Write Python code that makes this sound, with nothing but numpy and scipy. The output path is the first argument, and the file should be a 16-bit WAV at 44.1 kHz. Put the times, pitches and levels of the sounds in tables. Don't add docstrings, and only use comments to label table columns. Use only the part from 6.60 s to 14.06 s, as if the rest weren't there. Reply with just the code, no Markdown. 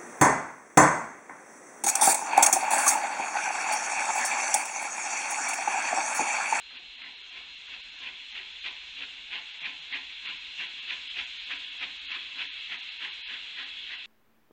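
import sys
import numpy as np
from scipy import signal
from scipy.fft import rfft, irfft, next_fast_len
from scipy.io import wavfile

SR = 44100
rng = np.random.default_rng(int(sys.argv[2]) if len(sys.argv) > 2 else 0)


def to_linear_factor(level_db):
    exponent = np.asarray(level_db, float) / 20
    return 10 ** exponent


def log_audio(samples):
    frames = np.atleast_2d(samples).T
    limited = np.clip(frames, -1, 1)
    pcm = np.round(limited * 32767).astype(np.int16)
    wavfile.write(sys.argv[1], SR, pcm)


N = 328986

# (time [s], level [dB])
STEAM_PRESSURE = [(0.0, -48), (0.44, -47), (1.0, -45), (1.2, -44.5), (2.37, -42.5), (2.74, -43),
                  (2.93, -42), (3.37, -43), (4.38, -39), (5.11, -40), (7.1, -41), (7.46, -41)]
# (frequency [Hz], density [dB per Hz])
HISS_SPECTRUM = [(710, -49), (1200, -21), (1620, -15.5), (1900, -10.5), (2210, -6), (2760, 0.5), (3000, -1),
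                 (3360, 1), (3780, -4), (4210, -8), (4450, -16.5), (5100, -22), (6000, -41), (8000, -81)]
# (frequency [Hz], density [dB per Hz])
ROAR_SPECTRUM = [(110, -41), (150, -13), (274, -11.5), (497, -12.5), (586, -17.5), (731, -11), (968, -8),
                 (1130, -12.5), (1360, -10.5), (1800, -5), (2340, -31.5)]
# (frequency [Hz], density [dB per Hz])
SIZZLE_SPECTRUM = [(4400, -12), (5300, 0), (6000, -1), (6700, 0), (7300, -3), (8100, -10), (9100, -24.5),
                   (10000, -28.5), (13000, -34.5)]
# (time [s], level [dB], rise [s], fall [s], pitch [Hz])
GLAND_SPURT = (0.7, -52.5, 0.06, 0.02, 3220.5)
HISS_DB = -1.42
ROAR_DB, ROAR_FOLLOWS, ROAR_WANDER_DB = -63.5, .25, 1.5
SIZZLE_DB, SIZZLE_FOLLOWS, SIZZLE_LOSS_DB_PER_S = -62, 1.35, 1.027

# (time [s], speed [turns per s])
SHAFT_SPEED = [(0, 57.2), (1.9, 57.1), (4.34, 56.68), (7.46, 56.27)]
# (multiple of the shaft rate [1], level against the blade whine [dB])
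SHAFT_ORDERS = [(5, -25), (17, -21), (26, -18), (27, -15), (29, -12), (37, -9), (38, -8), (39, -4),
                (40, -5), (45, -3), (46, -3), (47, 1), (49, -1), (50, -5), (59, -1), (60, 2), (65, -6),
                (66, -7), (68, -5), (71, -8), (72, 0), (74, -14), (82, -22), (144, -43)]
# (time [s], level [dB])
WHINE_LEVEL = [(0, -58.5), (3.2, -62), (3.6, -57.5), (7.46, -58.5)]
BLADES, CASING_EARLY_DB, CASING_FULL_S = 72, -5, 2.5

# (time [s], level [dB])
GUSTS = [
    (0.0, -81.5),
    (0.06, -75),
    (2.06, -70),
    (4.26, -74),
    (4.61, -64),
    (4.67, -72),
    (7.46, -74),
]
# (frequency [Hz], density [dB per Hz])
WIND_SPECTRUM = [(11, -10.5), (18, 0), (38, 3), (60, 2), (73, -2), (90, -13), (115, -20), (170, -31)]
LUMP_DB, LUMPS_PER_S = 1.5, 2.5

# (time of the peak [s], blast [dB], valve opening [s], jet pitch [Hz])
BEATS = [(0.157, -46, 0.0388, 2784), (0.456, -44, 0.0425, 2105), (0.775, -45.5, 0.0392, 2112),
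         (1.133, -43.5, 0.0435, 2634), (1.467, -39.5, 0.0462, 2533), (1.783, -39, 0.0374, 2640),
         (2.064, -34, 0.013, 2584), (2.423, -37.5, 0.0351, 2636), (2.76, -35, 0.0353, 2690),
         (3.066, -35, 0.036, 2500), (3.35, -31.5, 0.0184, 2120), (3.689, -35.5, 0.0315, 2583),
         (4.011, -33, 0.0176, 2700), (4.32, -33.5, 0.0298, 2683), (4.59, -32.5, 0.0216, 2614),
         (4.922, -34, 0.0247, 2460), (5.238, -33.5, 0.026, 2400), (5.543, -34.5, 0.0358, 2580),
         (5.814, -34, 0.0286, 2620), (6.137, -36, 0.0295, 1902), (6.445, -35.5, 0.0247, 1797),
         (6.731, -38.5, 0.0395, 1740), (7.003, -36.5, 0.0194, 1755), (7.332, -39, 0.0321, 1936)]
# (frequency [Hz], density [dB per Hz])
BLAST_SPECTRUM = [(500, -45), (800, -22), (1160, -15.5), (1570, -7.5), (2100, -4), (2610, -2), (3410, -3.5),
                  (4170, -13), (4600, -19.5), (5200, -28), (7000, -37), (9000, -66), (13000, -80)]
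# (frequency [Hz], width [Hz], level [dB])
CHIMNEY_MODES = [(184.1, 50, -7.5), (270.7, 53, -1), (354.76, 60, -5), (500.4, 90, -7.5), (724.9, 70, -3),
                 (854.7, 40, -1), (1014.9, 70, 2)]
FULL_BLAST_DB = -34
FALL_S, FALL_S_PER_DB = .037, 0.0009
BOOM_DB, BOOM_FOLLOWS, NEAR_CYLINDER_DB = -52, .7, 0.78
BOOM_LOSS_DB_PER_S = 0.658
TONE_LEAD_S = .012

# (delay [s], level [dB])
ECHOES = [
    (.058, -13),
    (.11, -18.5),
    (.17, -16.5),
]

STARVED = [(8, 1), (17, 1), (20, 1), (26, 1), (33, 1), (45, 1), (57, 1), (66, 1), (80, 2), (90, 1), (94, 1),
           (100, 1), (140, 1), (150, 1), (156, 1), (172, 1), (191, 1), (210, 1), (224, 1), (227, 1),
           (233, 1), (252, 2), (256, 2), (275, 3), (289, 1), (299, 1), (304, 2), (310, 3), (330, 1),
           (345, 1)]
LEAN = [29, 50, 61, 64, 98, 137, 142, 177, 197, 218, 231, 239, 243, 259, 291, 295]
# (frequency [Hz], step against the loudest line [dB])
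COARSE_STEP = [(40, -27), (300, -9), (1000, -13), (3000, -9), (4600, -13.5), (6800, -18.5), (7200, -5),
               (13000, -8)]
# (frequency [Hz], step against the band's own level [dB])
USUAL_STEP = [(40, -9), (600, -1), (1000, 4), (2500, 0.85), (4000, 1.5), (6000, 6), (13000, 7)]
LEAN_DB = -1
FRAME, FIRST_CENTRE = 941, 353


def rms_one(x):
    return x / np.sqrt(np.mean(x ** 2) + 1e-20)


def in_time(rows):
    s, *columns = np.transpose(rows)
    return [np.interp(np.arange(N) / SR, s, c) for c in columns]


def at_hz(points, hz):
    hz_db = np.array(points)
    return np.interp(np.log(hz), np.log(hz_db[:, 0]), hz_db[:, 1])


def drift(rate):
    r = np.exp(-40 * np.pi * rate / SR)
    slow = signal.lfilter([1], [1, -2 * r, r * r], rng.standard_normal(N // 20 + 2002))[2000:]
    return np.interp(np.arange(N) / 20, np.arange(len(slow)), rms_one(slow - slow.mean()))


def resonance(x, hz, width_hz):
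    r = np.exp(-np.pi * width_hz / SR)
    poles = [1, -2 * r * np.cos(2 * np.pi * hz / SR), r * r]
    return signal.lfilter([(1 - r * r) / 2, 0, (r * r - 1) / 2], poles, x)


def turbulence(spectrum, patchy_db, rate):
    size = next_fast_len(N)
    hz = np.arange(1, size // 2 + 2) * SR / size
    shaped = rfft(rng.standard_normal(size)) * to_linear_factor(at_hz(spectrum, hz))
    out, together = 0, drift(rate)
    for centre in np.arange(np.log2(spectrum[0][0]), np.log2(spectrum[-1][0]) + .5, .5):
        share = np.clip(1 - 2 * abs(np.log2(hz) - centre), 0, 1)
        flicker_db = patchy_db * (0.77 * together + drift(rate))
        out = out + irfft(shaped * share, size)[:N] * to_linear_factor(flicker_db)
    return rms_one(out)


def puff(t, rise_s, fall_s):
    emptying = 0.74 * np.exp(-(t / fall_s) ** 2) + .25 * np.exp(-abs(t) / (1.6 * fall_s))
    return np.where(t < 0, np.exp(-(t / rise_s) ** 2), emptying)


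def steam():
    t = np.arange(N) / SR
    pressure_db, = in_time(STEAM_PRESSURE)
    swing_db = pressure_db - pressure_db.mean()
    hiss = turbulence(HISS_SPECTRUM, patchy_db=0.6479, rate=9)
    s, db, rise_s, fall_s, hz = GLAND_SPURT
    whistle = rms_one(resonance(resonance(hiss, hz, 90), hz, 180))
    spurt = to_linear_factor(db) * puff(t - s, rise_s, fall_s) * whistle
    roar = turbulence(ROAR_SPECTRUM, patchy_db=1.65, rate=7)
    sizzle = turbulence(SIZZLE_SPECTRUM, patchy_db=1.3, rate=7.3)
    roar_db = ROAR_DB + ROAR_FOLLOWS * swing_db + ROAR_WANDER_DB * drift(2.5)
    sizzle_db = SIZZLE_DB + SIZZLE_FOLLOWS * swing_db - SIZZLE_LOSS_DB_PER_S * t
    return to_linear_factor(pressure_db + HISS_DB) * hiss + to_linear_factor(roar_db) * roar + to_linear_factor(sizzle_db) * sizzle + spurt


def dynamo():
    t = np.arange(N) / SR
    turns_per_s, = in_time(SHAFT_SPEED)
    whine_db, = in_time(WHINE_LEVEL)
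    unsteady = np.interp(t, [0, 3.2, 3.5], [.0015, .002, .0003])
    angle = 2 * np.pi * np.cumsum(turns_per_s * (1 + unsteady * drift(6))) / SR
    casing_db = np.interp(t, [0, CASING_FULL_S], [CASING_EARLY_DB, 0])
    tones = np.zeros(N)
    for order, db in SHAFT_ORDERS:
        tone_db = db + casing_db * (order != BLADES) + 1.8 * drift(4)
        tones += to_linear_factor(tone_db) * np.sin(order * angle + rng.uniform(0, 2 * np.pi))
    return to_linear_factor(whine_db + 5.0) * tones


def wind():
    gust_db = in_time(GUSTS)[0] + 1.04 + LUMP_DB * drift(LUMPS_PER_S)
    return to_linear_factor(gust_db) * turbulence(WIND_SPECTRUM, patchy_db=0.5, rate=4.3)


def exhaust():
    jet = turbulence(BLAST_SPECTRUM, patchy_db=1.8336, rate=29) * to_linear_factor(1.6 * drift(130))
    white = rng.standard_normal(N)
    modes = np.array([to_linear_factor(db) * resonance(resonance(white, hz, width), hz, 2 * width)
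                      for hz, width, db in CHIMNEY_MODES])
    modes = modes / np.std(modes.sum(0))
    struck = to_linear_factor(rng.normal(0, 1.8, (len(BEATS), len(CHIMNEY_MODES))))
    out = np.zeros(N)
    for k, ((s, blast_db, rise_s, jet_hz), strengths) in enumerate(zip(BEATS, struck)):
        fall_s = FALL_S + FALL_S_PER_DB * (FULL_BLAST_DB - blast_db)
        boom_db = BOOM_DB + BOOM_FOLLOWS * (blast_db - FULL_BLAST_DB)
        boom_db += NEAR_CYLINDER_DB * (-1) ** k - BOOM_LOSS_DB_PER_S * s
        near = slice(max(round((s - .15) * SR), 0), min(round((s + .4) * SR), N))
        t = np.arange(near.start, near.stop) / SR - s
        swell = puff(t, 1.3 * rise_s, .97 * fall_s)
        tone = puff(t + TONE_LEAD_S, rise_s, fall_s) * resonance(jet[near], jet_hz, 350)
        coloured = swell * jet[near] + .9 * tone
        even = np.sqrt(np.sum(swell ** 2) / np.sum(coloured ** 2))
        out[near] += to_linear_factor(blast_db + 0.82) * coloured * even
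        boom = puff(t - .002, 1.5 * rise_s, 1.6 * fall_s) * (strengths @ modes[:, near])
        out[near] += to_linear_factor(boom_db) * boom
    return out


def yard(x):
    dull = signal.sosfilt(signal.butter(1, 2500, fs=SR, output="sos"), x)
    return x + sum(to_linear_factor(db) * np.pad(dull, (round(s * SR), 0))[:N] for s, db in ECHOES)


def scene():
    return (steam() + dynamo() + wind() + yard(exhaust()))[None]


def starve(x):
    n, k = np.arange(2 * FRAME) + .5, np.arange(560) + .5
    basis = np.sin(np.pi * n / (2 * FRAME)) * np.cos(np.pi / FRAME * np.outer(k, n + FRAME / 2))
    count, hz = N // FRAME + 3, k * SR / (2 * FRAME)
    padded = np.pad(x, (2 * FRAME - FIRST_CENTRE, 3 * FRAME), mode="reflect")
    halves = padded[:(count + 1) * FRAME].reshape(-1, FRAME)
    lines = np.hstack([halves[:-1], halves[1:]]) @ basis.T
    band_rms = np.sqrt((lines ** 2).reshape(count, -1, 14).mean(axis=2))
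    step = np.repeat(band_rms, 14, axis=1) * to_linear_factor(at_hz(USUAL_STEP, hz)) + 1e-12
    listed = [first + 1 + i for first, length in STARVED for i in range(length)]
    starved = np.r_[listed, np.add(LEAN, 1)]
    by_band_db = 2.5 * np.repeat(rng.standard_normal(size=(len(starved), 40)), repeats=14, axis=1)
    lean_db = LEAN_DB * np.isin(starved - 1, LEAN)[:, None]
    loudest = np.percentile(abs(lines[starved]), 98, axis=1)[:, None]
    step[starved] = loudest * to_linear_factor(at_hz(COARSE_STEP, hz) + by_band_db + lean_db)
    rounded = np.sign(lines) * step * np.floor(abs(lines) / step + .4)
    frames = rounded @ basis * 2 / FRAME
    joined = frames[1:, :FRAME] + frames[:-1, FRAME:]
    return joined.ravel()[FRAME - FIRST_CENTRE:][:N]


def band_limit(x):
    return signal.sosfilt(signal.butter(12, 12750, fs=SR, output="sos"), x)


def record(dry):
    floor = to_linear_factor(-101) * rng.standard_normal(N)
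    closing = np.clip((N - np.arange(N)) / 25, 0, 1)
    mix = starve(dry[0]) * closing + floor
    return band_limit(mix[None])


dry = scene()
out = record(dry)
log_audio(out)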